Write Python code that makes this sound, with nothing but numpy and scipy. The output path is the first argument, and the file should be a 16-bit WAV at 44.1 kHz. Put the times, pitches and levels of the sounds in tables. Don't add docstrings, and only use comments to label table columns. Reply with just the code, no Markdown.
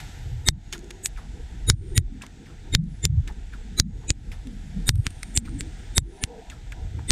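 import sys
import numpy as np
from scipy import signal
from scipy.fft import rfft, irfft, next_fast_len
from scipy.io import wavfile
from scipy.ndimage import uniform_filter1d, map_coordinates

SR = 44100
rng = np.random.default_rng(int(sys.argv[2]) if len(sys.argv) > 2 else 0)


def decibels_to_gain(level_db):
    exponent = np.asarray(level_db, float) / 20
    return 10 ** exponent


def to_wav(sig):
    pcm = np.clip(np.atleast_2d(sig), -1, 1) * 32767
    pcm = np.round(pcm).astype(np.int16)
    wavfile.write(sys.argv[1], SR, pcm.T)


N = 313551
BLOCK_S = 512 / 48000


def unit(x):
    return x / np.sqrt(np.mean(x ** 2) + 1e-20)


def along(points, hz):
    f, v = np.transpose(points)
    return np.interp(np.log(hz + 1), np.log(f + 1), v)


def curves(rows):
    s, *cols = np.transpose(rows)
    return [np.interp(np.arange(N) / SR, s, c) for c in cols]


def filtered(x, response):
    n = x.shape[-1]
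    m = next_fast_len(n + 4096)
    return irfft(rfft(x, m) * response(np.fft.rfftfreq(m, 1 / SR)), m)[..., :n]


def bell(hz, centre_hz, octaves):
    return np.exp(-.5 * (np.log2((hz + 1) / centre_hz) / octaves) ** 2)


def coloured_noise(size, response):
    return unit(filtered(rng.standard_normal((2, size)), response))


def wobble(rate):
    return map_coordinates(rng.standard_normal(int(N * rate / SR) + 4), [np.arange(N) * rate / SR])


def rush(spectrum, patchy_db, channels=1):
    z = signal.stft(rng.standard_normal((channels, N)), nperseg=512)[2]
    field = uniform_filter1d(rng.standard_normal(z.shape[1:]), size=5, axis=0)
    field = uniform_filter1d(field, size=12, axis=1)
    x = signal.istft(z * decibels_to_gain(patchy_db * unit(field)), nperseg=512)[1][:, :N]
    return unit(filtered(x, lambda hz: decibels_to_gain(along(spectrum, hz))))


def add(track, s, x):
    start = round(s * SR) + SR - x.shape[-1] // 2
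    track[..., start:start + x.shape[-1]] += x


# (time [s], strength [dB], sharpness, small eddies over large [dB])
GUSTS = [(0.0, -37.5, 4), (0.4, -38, 0), (0.87, -42.5, 0.5), (1.94, -32.5, -3), (2.37, -44.5, 3.5),
         (2.63, -38.5, 1), (2.85, -40.5, -5.5), (3.15, -32, 2), (3.46, -40, -6), (3.9, -36.5, 3.5),
         (4.69, -38.5, 2), (4.89, -32, -3), (5.13, -38.5, 1), (6.08, -36.5, -2), (6.22, -49.5, -2.5),
         (6.52, -43, -1), (6.97, -30, 2), (7.11, -37.5, 4.5)]
# (frequency [Hz], density [dB per Hz])
RUMBLE_SPECTRUM = [(4, -56), (12, -21), (22, 12), (45, 20.5), (65, 8), (90, -21), (150, -120)]
BUFFET_SPECTRUM = [(25, -120), (45, -32), (65, 13.5), (105, 9), (145, 3.5), (185, -39.5), (300, -120)]
HOLLOW_SPECTRUM = [(70, -120), (110, -27), (150, -3), (250, -7.5), (380, -12), (500, -12.5), (580, -38.5),
                   (800, -120)]


def wind():
    strength_db, sharp_db = curves(GUSTS)
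    mean_db = strength_db.mean()
    rumble_db = strength_db - sharp_db + 1.4 * wobble(6.2)
    buffet_db = strength_db + sharp_db - 5.5 + 3.4 * wobble(6.8)
    hollow_db = mean_db - 12.5 + 0.24 * (strength_db + sharp_db - mean_db) + 1.4 * wobble(13)
    rumble = decibels_to_gain(rumble_db) * rush(RUMBLE_SPECTRUM, patchy_db=2.0)
    buffet = decibels_to_gain(buffet_db) * rush(BUFFET_SPECTRUM, patchy_db=2.0)
    hollow = decibels_to_gain(hollow_db) * rush(HOLLOW_SPECTRUM, patchy_db=3.0)
    return (rumble + buffet + hollow)[0]


# (time [s], wash [dB])
WASH_LEVEL = [
    (0, -40.5),
    (.36, -48.5),
    (1.2, -48),
    (2.5, -48.5),
    (3.5, -47.5),
    (4.4, -47.5),
    (5.7, -43.5),
    (6.4, -46),
    (6.6, -47.5),
    (7.11, -47.5),
]
# (time [s], length [s], roar [dB])
TUMBLING_WAVES = [
    (6.324, 0.22, 11.5),
    (6.79, 0.059, 9.5),
]
# (frequency [Hz], density [dB per Hz])
WASH_SPECTRUM = [(600, -120), (1000, -14.5), (1280, 4), (1700, 8), (2640, 3), (3600, 2.5), (4700, -1),
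                 (8000, -1), (9300, -13), (11500, -15), (12500, -23), (14300, -19), (15500, -29),
                 (15900, -120)]
ROAR_SPECTRUM = [(350, -120), (520, -30.5), (620, -15), (780, -10), (980, -17.5), (1120, -42.5),
                 (1600, -120)]


def surf():
    wash_db, = curves(WASH_LEVEL)
    t = np.arange(N) / SR
    roar_db = -70 + 0.96 * (wash_db - wash_db.mean())
    for s, length, db in TUMBLING_WAVES:
        roar_db = roar_db + db * np.exp(-((t - s) / length) ** 2)
    wash = decibels_to_gain(wash_db - 8.0) * rush(WASH_SPECTRUM, patchy_db=.7, channels=2)
    return wash + decibels_to_gain(roar_db + 10) * rush(ROAR_SPECTRUM, patchy_db=2.5, channels=2)


# (time [s], level [dB], from [Hz], to [Hz],
# length [s])
AEOLIAN_WHISTLES = [(.729, -39, 2760, 1400, 0.044), (.730, -29.5, 3294, 3000, 0.011),
                    (1.161, -45, 2640, 2340, 0.011), (1.172, -41, 1670, 1270, 0.024),
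                    (1.191, -41, 940, 845, 0.009), (2.21, -43, 2060, 1590, 0.012),
                    (2.218, -34, 2850, 2530, .006), (2.226, -42, 2254, 878, 0.022),
                    (3.273, -37, 2670, 1713, 0.021), (3.29, -43.5, 1000, 792, 0.035),
                    (3.523, -44.5, 1984, 1307, 0.033), (4.033, -47.5, 1285, 840, 0.022),
                    (4.315, -51, 2164, 1276, 0.033), (5.443, -50, 2770, 1730, 0.021),
                    (5.475, -38, 1530, 1280, .014), (6.499, -48, 2796, 1280, 0.057),
                    (6.719, -42, 2204, 1490, .02), (6.985, -42.5, 1180, 803, .02),
                    (4.429, -42, 289.3, 189, .23), (4.74, -42.5, 216, 170, .13)]


def whistles():
    track = np.zeros(N + 2 * SR)
    for s, db, from_hz, to_hz, length in AEOLIAN_WHISTLES:
        u = np.linspace(0, 1, round(max(length, .004) * SR))
        smooth = 45 if to_hz > 500 else 900
        noises = rng.standard_normal((2, 4096 + len(u)))
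        grain, waver = (unit(uniform_filter1d(v, size=smooth))[:len(u)] for v in noises)
        hz = (to_hz + (from_hz - to_hz) * (1 - u) ** 3.1) * (1 + .08 * waver)
        shape = np.sin(np.pi * u ** 0.7) * decibels_to_gain(-2.5 + 5.5 * grain)
        add(track, s + length / 2, decibels_to_gain(db) * shape * np.sin(2 * np.pi * np.cumsum(hz) / SR))
    return track[SR:SR + N]


def drawn_out(spread_s, size):
    late = np.tanh(unit(uniform_filter1d(rng.standard_normal((2, size // 2 + 1)), size=110)))
    turns = np.cumsum(spread_s * late * SR / size + .5, axis=1)
    return irfft(np.exp(-2j * np.pi * turns))


# (frequency [Hz], level [dB])
SHOCK_SPECTRUM = [(300, -21), (900, -8.5), (1400, -12.5), (2700, -9), (4500, 1), (6700, 4.5), (9000, 0.5),
                  (13000, -22.5), (15500, -22), (16500, -84)]
# (time [s], peak [dB], spray [dB], spray T60 [s], swish [dB])
LASH_FLICKS = [(.003, -39, -2, 0.076, -6), (0.7273, -15, -16.5, 0.11, -37), (0.7328, -19, -27, 0.0091, -33),
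               (0.736, -23.5, -12.5, 0.022, -29), (0.751, -36, -16.5, 0.013, -30),
               (0.78, -28, -21.5, 0.01, -13), (0.7922, -35, -12, .015, -30), (0.844, -36, -24, 0.028, -24),
               (0.907, -29, -7, 0.016, -10), (0.9109, -30.5, -9, 0.01, -3), (1.174, -59.5, 8, 0.25, 12),
               (2.2221, -25.5, -15, 0.12, -13), (2.266, -27, -12.5, 0.0082, -13),
               (2.458, -52.5, -4.5, 0.47, 1.5), (2.84, -33.5, -22, .01, -33), (3.277, -23, -17, 0.079, -14),
               (3.325, -45, -8, .02, -20), (3.532, -53.5, 2, 0.17, 7.5), (4.041, -72, -11, .04, 15),
               (4.318, -40, -2.5, 0.14, -0.5), (4.472, -37, -6, 0.016, -20),
               (4.9571, -28.5, -3.5, .012, -22), (4.979, -36, -13, .01, -28), (5.106, -32, -14, 0.033, -27),
               (5.232, -21.5, -7, 0.012, -6), (5.454, -36, -6, 0.11, -4), (5.494, -38, -8, .01, -21),
               (6.5007, -26.5, -19, 0.19, -18), (6.7222, -36.5, -3, 0.023, 1.5),
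               (6.9902, -58, -22, 0.069, 10.5)]
BRUSHING_FLICKS = [
    2.221,
    3.277,
    6.501,
    6.722,
]


def flicks():
    track, t = np.zeros((2, N + 2 * SR)), (np.arange(8192) - 4096) / SR
    colour = lambda f: decibels_to_gain(along(SHOCK_SPECTRUM, f))
    for s, peak_db, spray_db, t60, swish_db in LASH_FLICKS:
        fall = lambda life: decibels_to_gain(-60 * np.where(t > 0, t / max(life, .005), -t / 0.011))
        clumps = unit(uniform_filter1d(rng.standard_normal(len(t)), size=30))
        grit = rng.standard_normal((2, len(t))) * decibels_to_gain(0.93 * clumps)

        if min(abs(s - at) for at in BRUSHING_FLICKS) < .003:
            tick = filtered(grit, lambda f: bell(f, 7260, octaves=0.16) + 1.1 * bell(f, 2500, octaves=0.32))
            tick = tick * np.exp(-(t / 0.00094) ** 2)
        else:
            tick_colour = lambda f: colour(f) * decibels_to_gain(4.6 * bell(f, 1850, octaves=1.0))
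            tick = filtered(drawn_out(0.00022, size=len(t)), tick_colour)

        dull_spray = unit(filtered(grit, lambda f: bell(f, 2000, octaves=1.35)))
        bright_spray = unit(filtered(grit[::-1], colour))
        spray = fall(t60) * dull_spray + 0.21 * fall(0.39 * t60) * bright_spray

        pitch_hz = 2763 * 2 ** (-0.017 * max(swish_db, 0))
        sinking_hz = pitch_hz * (.45 + .4 * np.exp(-np.clip(t, 0, 1) / .02))
        flutter = coloured_noise(len(t), lambda f: 1 / (1 + (f / 480) ** 2))
        swish = fall(1.4 * t60) * flutter * np.sin(2 * np.pi * np.cumsum(sinking_hz) / SR)
        add(track, s, decibels_to_gain(peak_db) * (tick / np.abs(tick).max() + decibels_to_gain(spray_db) * spray + decibels_to_gain(swish_db) * swish))
    return track[:, SR:SR + N]


def duck_db(peak_db):
    return np.clip(1.64 * (peak_db + 6.5), 0, 16)


def block_swell(t):
    return np.cos(np.pi / 2 * np.clip(t / 0.037, -1, 1)) ** 2 * decibels_to_gain(-300 * np.abs(t))


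def block_copies(t):
    copies = 0
    for k in (-3, -2, -1, 1):
        copy = decibels_to_gain(-5 * abs(k)) * np.exp(-((t - k * BLOCK_S) / 0.00052) ** 2)
        copies = copies + copy * (.5 if k > 0 else 1)
    return copies


def gain_cut(t, db):
    return decibels_to_gain(-db * np.clip(t / 0.0074, 0, 1))


# (crack time [s], frequency [Hz], level [dB])
CRACK_RINGING = [(.49, 1265, -44), (.49, 1828, -37.5), (.49, 2108, -36), (.49, 3704, -23.5),
                 (1.06, 1733, -48), (1.7, 1265, -45), (1.7, 1545, -43.5), (1.7, 3798, -25),
                 (1.98, 1925, -35.5), (1.98, 2202, -42), (1.98, 3704, -36), (1.98, 3798, -37.5),
                 (2.75, 2110, -35.5), (2.75, 3704, -27.5), (3.05, 1825, -44), (3.05, 2110, -40),
                 (3.05, 3513, -41), (3.05, 3612, -37.5), (3.8, 1265, -41.5), (3.8, 2293, -40),
                 (3.8, 3884, -31), (3.8, 3984, -26.5), (4.1, 2479, -40), (4.1, 3889, -40), (6.24, 2210, -46),
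                 (4.89, 3704, -29), (5.38, 1920, -45), (5.38, 2204, -43), (5.38, 2299, -45),
                 (5.38, 2396, -49), (5.38, 2953, -46), (5.38, 3518, -40.5), (5.98, 2204, -46),
                 (5.98, 3523, -48), (5.98, 3701, -29), (7.11, 2016, -38.5), (7.11, 3607, -32.5),
                 (0.49, 7730, -30), (0.49, 7830, -29), (0.49, 8010, -34), (0.49, 9040, -35),
                  (0.49, 9140, -35), (1.06, 6710, -38), (1.06, 7070, -39), (1.06, 7170, -41),
                  (1.7, 6890, -28), (1.7, 9140, -32), (1.98, 6990, -32), (1.98, 8760, -32),
                  (1.98, 8860, -33), (1.98, 8950, -34), (1.98, 9420, -36), (2.75, 7170, -37),
                  (2.75, 7270, -34), (3.05, 7070, -31), (3.05, 7170, -30), (3.05, 7270, -32),
                  (3.8, 6610, -32), (3.8, 6710, -31), (3.8, 9320, -34), (4.1, 6720, -38), (4.1, 6800, -34),
                  (4.1, 6900, -36), (4.1, 6990, -37), (4.1, 7080, -35), (4.1, 7170, -37), (4.89, 6890, -36),
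                  (4.89, 6990, -37), (4.89, 8760, -36), (4.89, 8860, -37), (4.89, 9050, -39),
                  (5.07, 6890, -52), (5.07, 8490, -54), (5.38, 7170, -31), (5.38, 7450, -32),
                  (5.38, 7550, -30), (5.38, 7630, -35), (5.38, 8020, -32), (5.38, 8110, -31),
                  (5.38, 8580, -33), (5.38, 8680, -33), (5.61, 8770, -45), (5.61, 8950, -45),
                  (5.98, 7640, -31), (5.98, 7740, -31), (5.98, 7920, -29), (5.98, 8120, -31),
                  (5.98, 8200, -28), (5.98, 9700, -32), (6.24, 9240, -41), (6.24, 9320, -39),
                  (7.11, 7910, -34), (7.11, 8020, -34), (7.11, 8200, -31), (7.11, 8300, -31),
                  (7.11, 9040, -36), (7.11, 9240, -34),
                 (.49, 6420, -39.5), (.49, 12200, -42.5), (.49, 15100, -58), (1.06, 7850, -34),
                 (1.06, 8310, -33.5), (1.06, 11500, -50), (1.7, 10140, -34), (1.7, 10180, -34.5),
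                 (1.7, 9750, -37), (1.7, 11000, -49), (1.7, 14000, -53.5), (1.98, 9840, -37.5),
                 (1.98, 11400, -45.5), (1.98, 12300, -43), (2.75, 10070, -45), (2.75, 10440, -42),
                 (3.05, 9570, -41), (3.8, 11700, -45), (3.8, 12140, -49.5), (3.8, 14500, -48.5),
                 (4.1, 8000, -37), (4.1, 9600, -49), (4.89, 8100, -40), (4.89, 10500, -38),
                 (4.89, 11800, -47), (4.89, 13460, -61), (5.38, 11160, -53), (5.98, 10300, -31.5),
                 (5.98, 11230, -37.5), (5.98, 12520, -45), (5.98, 13900, -52), (6.24, 9730, -38),
                 (6.24, 7080, -53), (6.24, 1730, -43.5), (5.61, 7600, -40), (5.38, 12980, -53),
                 (1.7, 12530, -55)]


def ringing_bins(t, s, peak_db):
    ringing = np.zeros((2, len(t)))
    start = rng.random((2, 1))
    fade = block_swell(t) * gain_cut(t, 12 + 0.4 * duck_db(peak_db)) * decibels_to_gain(-200 * np.clip(t, 0, 1))
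    for at, near_hz, db in CRACK_RINGING:
        if abs(at - s) >= .1:
            continue
        hz = (near_hz * BLOCK_S // 1 + .5) / BLOCK_S
        wander = np.cumsum(uniform_filter1d(rng.standard_normal(len(t)), size=150)) * 0.0075
        tone = np.sin(2 * np.pi * (hz * t + start) + wander - wander[len(t) // 2])
        beat = 1 + 0.31 * np.sin(2 * np.pi * (t / BLOCK_S + rng.random()))
        ringing += decibels_to_gain(db - 2.5 + 7.0) * fade * beat * tone
    return ringing


def tip_shock(t, peak_db, colour, nulls_hz):
    spread_s = 0.00048 * min(decibels_to_gain(0.39 * (peak_db - 5.0)), 1)
    shock = filtered(drawn_out(spread_s, size=len(t)), colour) * np.exp(-(t / .00075) ** 4)
    shock = filtered(shock, lambda f: decibels_to_gain(-16 * sum(bell(f, null_hz, octaves=0.029) for null_hz in nulls_hz)))
    return 2.33 * shock / np.linalg.norm(shock, axis=1, keepdims=True)


def smear(t, peak_db, colour, copies_db, tail_db):
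    bins = decibels_to_gain(0.62 * rng.standard_normal(128))

    def leak(f):
        dip = decibels_to_gain(-12 * bell(f, 5400, octaves=.25) - 7 * (f > 10600))
        return colour(f) * dip * bins[(f * BLOCK_S / 2).astype(int) % len(bins)]

    swell = block_swell(t)
    haze = coloured_noise(len(t), leak) * swell * decibels_to_gain(-60 * np.clip(t, 0, 1) / 0.13)
    copies = decibels_to_gain(copies_db) * block_copies(t) * np.sqrt(swell) * coloured_noise(len(t), leak)
    sand = 7 * decibels_to_gain(-60 * np.abs(t) / 0.018) + decibels_to_gain(tail_db + 45.5 - 60 * np.abs(t) / 0.063)
    bank = 1.2 * np.exp(-((t - 0.01) / .0012) ** 2)
    scatter = (sand * (t > 0) + bank) * coloured_noise(len(t), colour)
    return (haze + copies + scatter) * gain_cut(t, duck_db(peak_db))


def air_push(t):
    thud = unit(filtered(rng.standard_normal(len(t)), lambda f: bell(f, 283, octaves=0.45)))
    thud = thud * block_swell(t) * gain_cut(t, 11.0)
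    u = (t - .0030) / 0.0022
    push = np.exp(-u ** 2) - 0.5 * np.exp(-((u - 2.1) / 1.62) ** 2) - 0.22 * np.exp(-((u + 2.18) / 4.1) ** 2)
    return (push + 0.087 * thud) * [[1], [0]]


# (time [s], peak [dB], low push [dB], body [dB], edge [dB])
WHIP_CRACKS = [(0.487, 7, -16.5, -1.5, -20), (1.0592, -6, -43, -0.5, 10.5), (1.7, 4, -11, 4.5, -6.5),
               (1.9781, 0, -10.5, 3.5, 9.5), (2.7503, 4.5, -12.5, 5.5, -16), (3.053, -0.5, -12.5, -7.5, 1),
               (3.7993, 6.5, -16, -3, -21.5), (4.1046, -2, -10, -1, 1.5), (4.892, 3, -13, 4, -3),
               (5.0674, -6.5, -9.5, 11.5, 7.5), (5.375, -1.5, -11, -6.5, -6), (5.6083, -15, -6, 13.5, 13.5),
               (5.9806, 4, -13.5, 4.5, -7.5), (6.2385, -4.5, -13, 5.5, 16.5), (7.1066, 3, -10.5, -1, -9.5)]
# (null [Hz], null [Hz], top end [dB])
SAND_NULLS = [(7200, 7900, 6.5), (8000, 11500, 2), (9000, 14000, -2.5), (9600, 10600, 0.5),
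              (7050, 11000, -1), (8900, 8000, 2.5), (7250, 23000, 2.5), (11800, 14600, -11),
              (9000, 10300, 7.5), (12000, 14000, -1), (7800, 7400, 1.5), (5830, 10600, -13),
              (10500, 11500, -7), (10000, 11500, -10.5), (7500, 13000, -1.5)]
# (frequency 900 Hz above their lower edge [Hz], level [dB])
TREBLE_COPIES = [(8500, -25), (8100, -32.5), (9600, -25), (9050, -37.5), (10300, -41), (9400, -60),
                 (9600, -44.5), (7880, -43.5), (8700, -22.5), (8700, -54), (7940, -24.5), (7600, -46),
                 (7900, -24.5), (9500, -64), (8750, -33)]
# (under the body [dB], notch above it [dB], block copies [dB], sand tail [dB])
CRACK_TINTS = [(-15, -20, 1.5, -49.5), (-18, 4.5, 0, -40), (-3.5, -15, -4.5, -28), (-10, -0.5, 16, -54.5),
               (-15.5, -9.5, -1.5, -48), (-2, 2.5, 6, -54.5), (-19, -23, 4, -48.5), (-19, 2, 4, -77),
               (-1, -18, 12, -39), (12.5, 0.5, -7, -52), (-14, 4.5, 6.5, -49.5), (-6, -4, 2, -44),
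               (-10.5, -13, -7, -62), (1, 4, 1, -66), (-2, -5.5, -8, -60.5)]


def cracks():
    track, t = np.zeros((2, N + 2 * SR)), (np.arange(4096) - 2048) / SR
    swell = block_swell(t)
    treble_shape = block_copies(t) * np.sqrt(swell) + .2 * swell
    for crack, nulls, treble_copy, tint in zip(WHIP_CRACKS, SAND_NULLS, TREBLE_COPIES, CRACK_TINTS):
        s, peak_db, push_db, body_db, edge_db = crack
        *nulls_hz, top_db = nulls
        cluster_hz, cluster_db = treble_copy
        under_db, notch_db, copies_db, tail_db = tint

        def colour(f):
            db = along(SHOCK_SPECTRUM, f)
            db = db + (body_db + 14) * bell(f, 2058, octaves=0.75) + edge_db * bell(f, 16200, octaves=0.72)
            db = db + (7 + top_db) * bell(f, 12800, octaves=0.12)
            return decibels_to_gain(db + under_db * bell(f, 1233, octaves=0.17) + notch_db * bell(f, 2750, octaves=0.17))

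        shock = tip_shock(t, peak_db, colour, nulls_hz)
        haze = smear(t, peak_db, colour, copies_db, tail_db)
        add(track, s, decibels_to_gain(peak_db) * (shock + decibels_to_gain(-38.5) * haze + decibels_to_gain(push_db) * air_push(t)))
        treble = coloured_noise(len(t), lambda f: colour(f) * (f > cluster_hz - 900))
        treble = treble * treble_shape * gain_cut(t, duck_db(peak_db))
        add(track, s, decibels_to_gain(cluster_db) * 2.5 * treble)
        add(track, s, ringing_bins(t, s, peak_db))
    return track[:, SR:SR + N]


def ducking():
    t = np.arange(0, N, 32) / SR
    depth_db = 0
    for s, peak_db, *_ in WHIP_CRACKS:
        since = np.clip(t - s, 0, 9)
        recovery = np.exp(-(since / 0.12) ** 2.0) + 0.21 * np.exp(-since / 0.69)
        depth_db = depth_db + duck_db(peak_db) * np.clip((t - s) / .018, 0, 1) * recovery
    return decibels_to_gain(-np.interp(np.arange(N) / SR, t, depth_db))


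# (from [s], centre [Hz], width [Hz], level [dB])
HELD_BANDS = [(0, 12100, 3000, 6), (0, 10620, 250, -12.5), (0.499, 6680, 298, 8), (1.08, 11300, 250, -14.5),
              (1.08, 10400, 500, 6), (1.716, 8880, 600, 18.5), (1.999, 10440, 596, -7.5),
              (1.999, 11500, 398, -11.5), (2.77, 11100, 1485, -17), (2.769, 9800, 352, 14.5),
              (3.07, 9900, 497, 1.5), (3.07, 11500, 900, -12), (3.82, 6740, 300, 8.5),
              (3.82, 10400, 1880, 4), (4.12, 10340, 1880, 4), (4.91, 8570, 704, 18),
              (4.91, 11000, 2100, 16), (5.08, 8840, 700, 16), (5.08, 10900, 2100, 5.5),
              (5.4, 8700, 252, 17.5), (5.4, 10500, 2200, -7), (5.62, 8900, 250, 12.5),
              (5.62, 10750, 2200, -10.5), (6.005, 9470, 1000, 14), (6.25, 9900, 700, -6)]
# (centre [Hz], width [Hz], level [dB])
HOUSING_BANDS = [
    (3550, 390, 2.5),
    (9900, 170, 4),
]
# (from [s], length [s], centre [Hz], level [dB])
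WIND_HOOTS = [(0.506, 0.1, 181, 14), (0.715, 0.37, 376, 12.5), (1.25, 0.066, 209, 10.5),
              (1.807, 0.3, 374, 15), (2.034, 0.25, 255, 10), (2.771, 0.17, 176, 17),
              (3.047, 0.11, 186, 14.5), (3.098, 0.12, 109, 13), (3.629, 0.12, 204, 12.5),
              (3.815, 0.092, 191, 18.5), (4.442, 0.23, 249, 6), (4.639, 0.203, 189, 15.5),
              (4.894, 0.052, 190, 19), (5.26, 0.34, 218, 10.5), (5.46, 0.23, 299, 15),
              (6.022, 0.21, 387, 19.5), (6.28, 0.13, 470, 19.5)]
# (from [s], length [s], level [dB])
LOW_BOOMS = [
    (1.676, 0.076, 21.5),
    (1.967, 0.056, 20.5),
    (2.712, 0.092, 25),
    (3.032, 0.039, 17),
    (4.888, 0.119, 22),
    (5.982, 0.052, 19),
    (4.449, 0.03, 7.5),
    (5.48, 0.13, 10.5),
]


def noise_filter(x):
    bin_hz = 83.6
    hz, t, z = signal.stft(x, SR, nperseg=2048, noverlap=1536)
    resets = np.array([row[0] for row in WHIP_CRACKS])
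    bands = [(s, resets[resets > s].min(), centre, width, db) for s, centre, width, db in HELD_BANDS]
    bands += [(-1, 9, centre, width, db) for centre, width, db in HOUSING_BANDS]
    bands += [(s, s + length, centre, bin_hz, db) for s, length, centre, db in WIND_HOOTS]
    bands += [(s, s + length, 111.8, bin_hz, db) for s, length, db in LOW_BOOMS]
    edge = lambda v, soft: np.clip(v / soft + .5, 0, 1)
    start, end, centre, width, db = np.transpose(bands)[:, :, None]
    in_band = edge(width / 2 - np.abs(hz - centre), 19)
    in_time = edge(np.minimum(t - start, end - t), 0.011)
    lift_db = (db * in_band).T @ in_time
    return signal.istft(z * decibels_to_gain(lift_db), SR, nperseg=2048, noverlap=1536)[1][:, :N]


# (frequency [Hz], level [dB])
WHIP_WIDTH = [(120, -95), (300, -47), (1000, -30), (4000, -18.5), (11000, -19), (13000, -5)]
SURF_WIDTH = [(11500, -59.5), (11900, 7), (15000, -9)]


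def scene():
    gain = ducking()
    sea, lash, shocks = surf(), flicks(), cracks()
    low = filtered(wind(), lambda hz: np.array([hz < 340, hz >= 340]))
    deep, rest = noise_filter(np.array([low[0], sea[0] + low[1] + lash[0] + whistles()]))
    mid = deep + gain * rest + shocks[0]
    whips = filtered(gain * lash[1] + shocks[1], lambda hz: decibels_to_gain(along(WHIP_WIDTH, hz)))
    side = whips + gain * filtered(sea[1], lambda hz: decibels_to_gain(along(SURF_WIDTH, hz)))
    return np.array([mid + side, mid - side])


def top_cut(x):
    return signal.sosfilt(signal.butter(12, 15730, fs=SR, output="sos"), x)


# (frequency [Hz], level [dB])
BAND_LIMIT = [(14500, 0.5), (15650, -10), (15900, -58)]


def record(dry):
    full_scale = .85
    x = filtered(dry, lambda hz: decibels_to_gain(-2 * bell(hz, 1200, octaves=0.08)))
    x = x / (1 + np.abs(x / full_scale) ** 8) ** (1 / 8)
    mix = filtered(x, lambda hz: decibels_to_gain(along(BAND_LIMIT, hz)))
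    return top_cut(mix)


dry = scene()
out = record(dry)
to_wav(out)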